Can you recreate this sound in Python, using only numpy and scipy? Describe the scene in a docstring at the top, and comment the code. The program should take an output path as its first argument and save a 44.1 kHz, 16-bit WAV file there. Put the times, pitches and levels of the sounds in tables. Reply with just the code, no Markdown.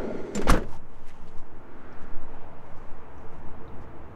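"""A van's heavy side door rolls along its track, knocks into the closing curve and slams into its latch.
Rolling is noise driving the door's resonances; each blow is a noise burst with decaying panel modes.
Damped sines make the knocks and the bracket's ping, and one low swing makes the boom of the cabin air.
Then someone moves off over asphalt with faint scuffs and rustles, made of band-filtered noise,
in a low outdoor hum of shaped noise with slow gusts of wind on the microphone."""
import sys
import numpy as np
from scipy import signal
from scipy.fft import rfft, irfft
from scipy.io import wavfile
from scipy.ndimage import uniform_filter1d

SR = 44100
rng = np.random.default_rng(int(sys.argv[2]) if len(sys.argv) > 2 else 0)


def put_to_file(sound):
    """Save the sound as 16-bit audio at rate SR, in the file named by the first command-line argument."""
    columns = np.atleast_2d(sound).T  # one column per channel
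    safe = np.clip(columns, -1, 1)
    whole_steps = np.round(safe * 32767)
    wavfile.write(sys.argv[1], SR, whole_steps.astype(np.int16))


N = 183059
TIME = np.arange(N) / SR

# spectrum of gritty and cloth friction: f/Hz, relative level/dB
FRICTION_COLOUR = [(400, -23), (1000, 16.5), (2000, 17), (4000, 10.5), (7000, 0), (10000, 1), (13000, -3),
                   (16000, -18)]


def amp(db):
    """Logarithmic level: converts decibels to an amplitude gain."""
    return 10 ** (np.asarray(db) / 20)


def evened(x):
    """Normalisation: scales a signal to rms 1."""
    return x / np.sqrt(np.mean(x ** 2) + 1e-20)


def steadied(x, size=400):
    """Running power normalisation: evens out a noise over a window of size samples."""
    power = uniform_filter1d(x ** 2, size)
    return x / np.sqrt(abs(power) + 1e-3)


def read(points, hz):
    """Interpolates a table of values on a logarithmic frequency axis."""
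    f, value = np.transpose(points)
    return np.interp(np.log(hz + 1), np.log(f + 1), value)


def add(mix, s, sound):
    """Superposition: adds a sound to the mix from time s."""
    part = mix[max(round(s * SR), 0):][:len(sound)]
    part += sound[:len(part)]


def coloured(x, colour):
    """Linear filtering: weights the spectrum of x by a colour, at rms 1."""
    gain = amp(read(colour, np.fft.rfftfreq(len(x), 1 / SR)))
    return evened(irfft(rfft(x) * gain, len(x)))


def noise(colour, size=N):
    """Random noise: white noise shaped by a spectrum, at rms 1."""
    return coloured(rng.standard_normal(size), colour)


def drift(hz):
    """Slow random fluctuation: noise under a Gaussian low-pass of scale hz, at rms 1."""
    low_pass = np.exp(-(np.fft.rfftfreq(N, 1 / SR) / hz) ** 2)
    return evened(irfft(rfft(rng.standard_normal(N)) * low_pass, N))


def resonate(x, hz, width):
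    """Forced vibration: a single resonance driven by x, at rms 1."""
    return evened(signal.lfilter(*signal.iirpeak(hz, hz / width, fs=SR), x))


def band(hz, width, size=N):
    """Cascaded resonance: two equal passes give noise steep sides, at rms 1."""
    once = resonate(rng.standard_normal(size), hz, width)
    return resonate(once, hz, width)


def sounding(modes, colour, size=N):
    """Modal superposition: noise drives a set of resonances, at rms 1."""
    return evened(sum(amp(db) * resonate(noise(colour, size=size), hz, width) for hz, width, db in modes))


def gliding(hz, width):
    """Quadrature modulation: a narrow noise band follows a frequency curve, at rms 1."""
    phase = 2 * np.pi * np.cumsum(hz) / SR
    return evened(drift(width) * np.cos(phase) + drift(width) * np.sin(phase))


def ring(modes):
    """Free vibration: exponentially decaying sines of a struck object."""
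    t = TIME[:SR]
    return sum(amp(db - 60 * t / t60) * np.sin(2 * np.pi * hz * t) for hz, db, t60 in modes)


def knock(hz, db, t60, rise_cycles):
    """Damped oscillation: one decaying sine whose build-up is timed in its own cycles."""
    build_up = 1 - np.exp(-(TIME[:SR] * hz / rise_cycles) ** 2)
    return ring([(hz, db, t60)]) * build_up


def bump(middle, length):
    """Gaussian envelope: 1 at its middle, 1/e at half a length to either side."""
    return np.exp(-np.square(2 * (TIME - middle) / length))


def wheels(from_midway_s, level_db=-28, db_per_s=18, sing_db=-2, sing_waver=0.037, sing_swing_db=2):
    """Rolling contact: a noisy hiss in which the modes of the steel wheels sing with a wavering pitch."""
    # wheel hiss: f/Hz, relative level/dB
    wheel_colour = [(1500, -19), (3500, 6), (5500, 1), (8000, 0), (10500, -23), (15000, -40)]
    # wheel modes: f/Hz, width/Hz, relative level/dB
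    wheel_modes = [(3240, 150, 4), (4340, 160, 1.5), (5850, 110, 1)]
    waver = 1 + sing_waver * drift(8.5)
    modes = evened(sum(amp(db) * gliding(hz * waver, width) for hz, width, db in wheel_modes))
    singing = amp(sing_db + sing_swing_db * drift(27)) * modes
    return amp(level_db + db_per_s * from_midway_s) * (noise(wheel_colour) + singing)


def rolling(judder_db=1.0, modes_db=-3.0, grind_db=-3.0, deep_hz=195, deep_width=35, deep_db=-10,
            deep_curve_db=7, grit_per_s=260, grit_db=-7, grit_spread_db=4):
    """Forced vibration: rollers grind over grit and drive the hollow door, deeper in the closing curve."""
    # rolling noise: f/Hz, relative level/dB
    roll_colour = [(60, -4), (140, -10), (190, -6.5), (260, -1.5), (400, 2.5), (600, -9), (750, -11.5),
                   (1050, -15.5), (2100, -21), (2700, -29.5), (5500, -43), (8000, -50), (10500, -54),
                   (15000, -71)]
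    # modes of the hollow door: f/Hz, width/Hz, relative level midway/dB, change/(dB per s)
    door_modes = [(219, 71, -4.5, 9), (384.2, 9.4, -2, 8), (615, 23, -7, -22), (870, 25, -17.5, -31),
                  (1408, 32, -16.5, -26.5), (2100, 110, -19.5, 9)]
    # the door coasts and slows, presses into the closing curve, and stops in the latch
    start_db, coast_db_per_s = -36, -15.5
    curve_s, curve_db, curve_ease_s = 0.343, 5, 0.0096
    latch_s, stop_db_per_s = 0.454, -270
    # the rumble starts here, then sinks in pitch and level
    rumble_hz, rumble_width_hz, rumble_db, rumble_db_per_s, slowing_per_s = 572, 128, -4.5, -14, 1.7

    in_curve = .5 + .5 * np.tanh((TIME - curve_s) / curve_ease_s)
    moving_s = np.minimum(TIME, latch_s)
    from_midway_s = moving_s - latch_s / 2
    stopped_s = TIME - moving_s
    force = amp(start_db + coast_db_per_s * moving_s + curve_db * in_curve + stop_db_per_s * stopped_s)

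    modes = np.zeros(N)
    for hz, width, db, slope in door_modes:
        mode = steadied(resonate(noise(roll_colour), hz, width), size=3000)
        modes += amp(db + slope * from_midway_s) * mode
    deep = amp(deep_db + deep_curve_db * in_curve) * resonate(noise(roll_colour), deep_hz, deep_width)
    grind = noise(roll_colour) * amp(judder_db * drift(60))

    # sparse random impulses of either sign and unequal strength
    impulses = (rng.random(N) < grit_per_s / SR) * rng.choice([-1, 1], N)
    strength = amp(grit_spread_db * np.minimum(rng.exponential(1, N), 2))
    grit = coloured(impulses * strength, roll_colour)

    speed = np.exp(-slowing_per_s * moving_s)  # relative to the start
    rumble = amp(rumble_db + rumble_db_per_s * moving_s) * gliding(rumble_hz * speed, rumble_width_hz)
    contact = amp(modes_db) * modes + amp(grind_db) * grind + amp(grit_db) * grit
    return force * (rumble + contact + deep + wheels(from_midway_s))


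def shell_tail(x):
    """Frequency-dependent damping: the van's shell rings on with its own decay time in each band."""
    # decay of the shell: f/Hz, t60/s
    shell_t60 = [(100, 0.27), (400, 0.69), (1300, 0.23), (3000, 0.29), (8000, 0.23), (15000, 0.039)]
    hz, t, z = signal.stft(x, nperseg=256, fs=SR)
    decay = amp(-60 * t / read(shell_t60, hz)[:, None])
    return signal.istft(z * decay, nperseg=256)[1][:len(x)]


def blows(burst_db=2, skin_db=-3, body_tail_db=-17.0, clang_tail_db=-14, crack_tail_db=-18,
          rise_s=0.0011, crack_rise_s=0.00031):
    """Impact excitation: harder contacts are brighter and shorter; shell and panel modes then ring on."""
    # blows of rollers, seal, latch and door edge: t/s, then relative level/dB of body, clang,
    # crack and panel ring, then hardness as treble corner f/Hz
    contacts = [(0.348, -51, -56, -42, -70, 9000), (0.3505, -50, -45, -37, -67, 9200),
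                (0.359, -28, -45, -43, -65, 7100), (.3735, -38, -37, -38, -59, 7040),
                (0.415, -34, -34.5, -41.5, -60, 7900), (.4215, -49, -38.5, -56, -66, 7000),
                (.471, -47, -40, -36, -65.5, 4320), (0.4794, -51, -29.5, -37.5, -50, 4300),
                (.487, -23, -37, -34.5, -60, 5970), (0.4962, -27, -21.5, -28, -37, 6200),
                (0.501, -29, -22.5, -22.5, -49.5, 11700), (0.505, -20, -28.5, -31, -64, 11000),
                (.526, -36, -34, -52, -52, 8000), (.533, -26.5, -31.5, -39.5, -51, 5830),
                (0.5392, -33, -40, -51, -40.5, 6500), (0.5456, -30, -29, -55, -60, 10000),
                (.554, -33, -34, -57, -49, 6540), (0.5602, -30, -33.5, -60, -59, 12800),
                (.573, -26, -32, -48.5, -61, 11100), (.582, -36, -46, -61, -50.5, 7000),
                (.619, -44, -59, -61, -66, 7000), (.630, -43, -47, -59, -74, 6000)]
    # spectra of the three parts of a blow: f/Hz, relative level/dB
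    body_colour = [(60, -24), (130, -11), (200, 9), (255, 2), (320, -2.5), (520, -1.5), (700, -28),
                   (1100, -48), (3000, -49)]
    clang_colour = [(300, -29), (650, 4), (850, -5), (990, 2.5), (1170, -2), (1400, 2), (1650, -1),
                    (2000, -10), (2800, -10), (6000, -35)]
    crack_colour = [(900, -14), (2100, -2.5), (3200, -6.5), (4200, -7), (6500, -4), (8500, -7.5),
                    (11000, -6.5), (15500, -9)]
    # door skin under every blow: f/Hz, width/Hz, relative level/dB
    skin_modes = [(883, 46, -10), (1180, 84, -6.5), (1406, 180, -4.5), (1946, 130, -6.5)]
    # side panels: f/Hz, relative level/dB, t60/s
    panel_modes = [(74.7, 1, 0.5), (110.7, -12.5, 0.7), (146.6, -7, 1), (197, 3, 0.17), (210.4, -1.5, 0.43),
                   (277.4, -7, 0.3), (312.7, 6.5, 0.74), (339, 5, 0.19), (443, 3, 0.3), (484, -12, 0.61),
                   (494, 3, 0.33), (506, 3.5, 0.29), (570, -7, 0.56), (584, 0, 0.38), (827, 3, 0.17),
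                   (1210, -5, 0.2), (1330, -11, 0.17), (880, 3, 0.17), (648, -6, 0.18), (1840, -21, 0.214),
                   (2280, -19, 0.16)]
    burst_t60_s, burst_at_hz, hard_shortens = 0.055, 6760, 0.93  # decay at a reference corner, exponent

    out, t, panel = np.zeros(N), TIME[:SR // 2], ring(panel_modes)
    for s, body_db, clang_db, crack_db, panel_db, corner_hz in contacts:
        t60 = burst_t60_s * (burst_at_hz / corner_hz) ** hard_shortens
        body = amp(body_db) * steadied(noise(body_colour, size=len(t)))
        skin = amp(skin_db) * sounding(skin_modes, clang_colour, size=len(t))
        clang = amp(clang_db) * steadied(noise(clang_colour, size=len(t)) + skin)
        # a rubber contact loses the top octave that bare steel keeps
        treble = [(hz, db - 20 * np.log10(1 + (hz / corner_hz) ** 4)) for hz, db in crack_colour]
        crack = amp(crack_db) * steadied(noise(treble, size=len(t))) * (1 - np.exp(-t / crack_rise_s))
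        burst = (body + clang + crack) * amp(burst_db - 60 * t / t60)
        tail = shell_tail(amp(body_tail_db) * body + amp(clang_tail_db) * clang + amp(crack_tail_db) * crack)
        add(out, s, (burst + tail) * (1 - np.exp(-t / rise_s)))
        add(out, s, -amp(panel_db) * panel)  # the panels are pushed inwards
    return out


def bracket(rise_s=0.00015):
    """Beating: close high modes of the steel roller bracket interfere in a short ping."""
    # strikes as it enters the curve: t/s, relative level/dB
    strikes = [(.3515, -32.5), (.3589, -36)]
    # bracket modes: f/Hz, relative level/dB, t60/s
    bracket_modes = [(5340, -11, .05), (5655, -10, .045), (6268, -9, .06), (7191, 0, .06), (7350, -1, .055),
                     (8035, -12, .09)]
    out = np.zeros(N)
    for s, db in strikes:
        add(out, s, amp(db) * ring(bracket_modes) * (1 - np.exp(-TIME[:SR] / rise_s)))
    return out


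def thumps(track_rise_cycles=0.74):
    """Damped oscillation: rollers bump along the track; then door skin, seal and latch plate knock."""
    # rough spots in the track, each with a short hollow ring: t/s, f/Hz, level/dB, t60/s
    rough_spots = [(.008, 412, -26, 0.1), (0.048, 400, -22.5, 0.063), (0.072, 235, -22, 0.069),
                   (.085, 611, -27, .06), (.104, 610, -25, 0.074), (0.119, 222, -21, .05),
                   (.145, 414, -23, .04), (.150, 263, -22.5, 0.057), (.278, 400, -23.5, 0.037),
                   (.290, 376, -24, .06)]
    # damped knocks of door skin, seal and latch plate, and the sway of the cabin air:
    # t/s, f/Hz, level/dB, t60/s, build-up/cycles
    knocks = [(.348, 240, -17.5, 0.051, 0.61), (0.365, 190, -23.5, 0.23, 0.87),
              (.359, 483, -24.5, 0.13, 0.49), (0.384, 9.6, -12, 1, 0.34), (0.3923, 390, -16, 0.058, 0.94),
              (.416, 390, -36, .12, 1), (0.428, 200, -31, .12, 0.86), (0.4709, 505, -11, 0.019, 0.27),
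              (.4712, 810, -20.5, 0.023, 0.95), (0.4948, 292, -8, 0.024, 1.1),
              (0.496, 1194, -4, 0.015, 1.26), (0.5, 16.1, -6, 0.36, 0.49), (.509, 550, -27, 0.026, 1),
              (0.5201, 168, -3.5, 0.03, 0.57), (0.5263, 94, -25, 0.14, 0.19),
              (0.5366, 194, -13.5, 0.021, 0.14), (0.5383, 318, -18, 0.084, 0.88),
              (0.5366, 490, -16.5, 0.043, 1.7), (.554, 460, -25, 0.042, 0.36),
              (.575, 420, -23.5, 0.045, 0.77), (.584, 226, -20, 0.051, 0.31), (.619, 370, -28, 0.081, 0.24),
              (0.725, 920, -36.5, 0.052, 1.5), (.7405, 790, -35.5, 0.035, 1), (0.752, 890, -40, 0.054, 1.8)]
    out = np.zeros(N)
    for s, hz, db, t60 in rough_spots:
        add(out, s, knock(hz, db, t60, track_rise_cycles))
    for s, hz, db, t60, rise_cycles in knocks:
        add(out, s, knock(hz, db, t60, rise_cycles))
    return out


def boom(middle_s=.5085, length_s=0.038, hz=42.4, level_db=-12.5):
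    """Air compression: the closing door squeezes the cabin air, which swings hard and vents at once."""
    return amp(level_db) * bump(middle_s, length_s) * np.sin(2 * np.pi * hz * (TIME - middle_s))


def ticks(sharpness=4.5, rise_s=0.00087):
    """Strong damping: thin, dry clicks of band noise with no ring of the shell."""
    # latch parts, later grit underfoot: t/s, f/Hz, relative level/dB, t60/s
    clicks = [(.4878, 8170, -40, 0.019), (.4935, 8650, -30, 0.017), (.7645, 6540, -55, 0.013),
              (1.078, 10500, -62, .04), (1.283, 7000, -64, 0.046), (1.38, 4600, -65, .05),
              (1.926, 5400, -60.5, 0.034), (3.178, 6000, -65, 0.054), (3.678, 3700, -62, 0.063)]
    out, t = np.zeros(N), TIME[:SR // 4]
    for s, hz, db, t60 in clicks:
        envelope = amp(db - 60 * t / t60) * (1 - np.exp(-t / rise_s))
        add(out, s, band(hz, hz / sharpness, size=len(t)) * envelope)
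    return out


def scuffs(grain_db=3, sharpness=3, broad_db=-9):
    """Friction noise: short strokes of grit, each with its own broad resonance."""
    # shoe scuffs and sleeve rustles: middle t/s, time scale/s, level/dB, resonance f/Hz
    strokes = [(0.697, 0.067, -68.5, 6600), (0.729, 0.065, -53, 920), (0.744, 0.043, -66.5, 6340),
               (1.091, 0.043, -60.5, 2130), (1.085, 0.022, -65.5, 6900), (1.128, 0.3, -71.5, 2970),
               (1.185, 0.38, -73, 6740), (1.283, 0.018, -68, 4420), (1.385, 0.016, -69.5, 6300),
               (2.032, 0.023, -69, 6540), (2.372, 0.11, -67.5, 2540), (2.774, 0.022, -73, 6000),
               (2.76, 0.22, -76, 6500), (3.35, 0.08, -75, 7000), (3.828, 0.034, -71.5, 6400)]
    grit = coloured(rng.standard_normal(N) * amp(grain_db * drift(550)), FRICTION_COLOUR)
    out = np.zeros(N)
    for s, length, db, hz in strokes:
        stroke = np.exp(-(1.32 * (TIME - s) / length) ** 4)  # flat top, steep sides
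        out += amp(db) * stroke * evened(resonate(grit, hz, hz / sharpness) + amp(broad_db) * grit)
    return out


def cloth(level_db=-85, swing_db=3.5, hz=6550, width_hz=1400):
    """Friction noise: a faint rustle of clothing under a slowly fluctuating level."""
    return amp(level_db + swing_db * drift(5.8)) * resonate(noise(FRICTION_COLOUR), hz, width_hz)


def wind(breeze_db=-32, fade_s=0.089):
    """Turbulent pressure: slow gusts over a light breeze on the microphone, and short low buffets, the first
    just after the slam."""
    # gusts, then buffets: middle t/s, length/s, level/dB
    gust_times = [(0.814, 0.85, -32), (1.423, 0.24, -26.5), (2.206, 0.41, -20.5), (2.856, 0.29, -27),
                  (3.48, 0.45, -29.5)]
    buffet_times = [(0.636, 0.18, -40), (2.25, 0.16, -53), (3.507, 0.087, -43), (3.687, 0.085, -48),
                    (3.906, 0.058, -48), (4.04, 0.069, -49)]
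    # their spectra: f/Hz, relative level/dB
    wind_colour = [(1, -6.5), (5, 5.5), (10, 1), (15, -28.5), (22, -26.5), (35, -36), (60, -54),
                   (150, -76.5), (500, -120)]
    buffet_colour = [(15, 0), (32, 0), (80, -5), (150, -15), (400, -43), (1500, -79)]
    gusts = amp(breeze_db) + sum(amp(db) * bump(s, length) for s, length, db in gust_times)
    buffets = sum(amp(db) * bump(s, length) for s, length, db in buffet_times)
    slow_air = gusts * steadied(noise(wind_colour), size=12000)
    buffeting = buffets * steadied(noise(buffet_colour), size=4000)
    fade = np.tanh((TIME[-1] - TIME) / fade_s)  # a short fade-out of the wind noise at the end
    return fade * (slow_air + buffeting)


def outdoors(hum_db=-50.5, hum_swing_db=-2.0, waver_db=0.07, drone_width=13, drone_db_per_s=2.5):
    """Distant sources: a low hum, far traffic that passes once and swells, and a faint machine drone."""
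    # hum and traffic rush: f/Hz, relative level/dB
    hum_colour = [(30, -2), (55, 1.5), (80, 6.5), (110, 0.5), (160, -2), (280, -6), (450, -16),
                  (650, -14.5), (1000, -52), (2000, -54)]
    rush_colour = [(250, -2), (600, -0.5), (900, 5.5), (1300, -0.5), (1800, -7), (2600, -14), (3600, -25.5),
                   (5000, -35.5), (7000, -41), (9000, -60), (15500, -49)]
    # swells of the far traffic: middle t/s, length/s, level/dB, centre f/Hz, width of each pass/Hz
    traffic_swells = [(1.745, 0.62, -51.5, 288, 298), (1.95, 0.58, -54, 1330, 730),
                      (2.203, 0.9, -52.5, 257, 295), (2.494, 1, -54, 650, 500), (3.922, 1, -48.5, 79, 70.4),
                      (3.45, 0.41, -53, 157, 69.6), (3.905, 1, -51, 235, 263)]
    # far machinery: f/Hz, level at mid-time/dB
    drone_tones = [(340, -62), (452, -59.5), (635, -73), (905, -62)]
    rush_s, rush_db, rush_pass_s = 3.36, -51, 1.73  # loudest moment, level there, time scale of the pass

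    hum = amp(hum_db + hum_swing_db * drift(4.7)) * noise(hum_colour)
    distance = np.hypot(1, (TIME - rush_s) / rush_pass_s)  # relative to the nearest point
    rush = amp(rush_db) / distance * noise(rush_colour)
    swells = sum(amp(db) * bump(s, length) * band(hz, width) for s, length, db, hz, width in traffic_swells)
    drone = sum(amp(db) * resonate(noise(hum_colour), hz, drone_width) for hz, db in drone_tones)
    rising_drone = drone * amp(drone_db_per_s * (TIME - TIME.mean()))
    return (hum + rush + swells) * amp(waver_db * drift(25)) + rising_drone


def scene():
    """Superposition: the door and its slam, the steps, and the outdoor air in one channel."""
    door = rolling() + blows() + bracket() + thumps() + boom()
    person = scuffs() + cloth()
    return (door + ticks() + person + wind() + outdoors())[None]


def record(dry, hiss_db=-79.5, edge_hz=15800):
    """Transducer limits: the microphone adds a faint hiss, then a steep low-pass limits the band."""
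    # microphone hiss: f/Hz, relative level/dB
    hiss_colour = [(2000, 6), (4500, 1.5), (7000, 2.5), (9000, 0.5), (12000, -1.5), (15500, -1)]
    hissing = dry + amp(hiss_db) * noise(hiss_colour)
    padded = np.pad(hissing, ((0, 0), (255, 255)), "edge")  # half a filter at each end
    low_pass = signal.firwin(511, edge_hz, window=("kaiser", 9), fs=SR)
    return signal.oaconvolve(padded, low_pass[None], "valid")


dry = scene()
out = record(dry)
put_to_file(out)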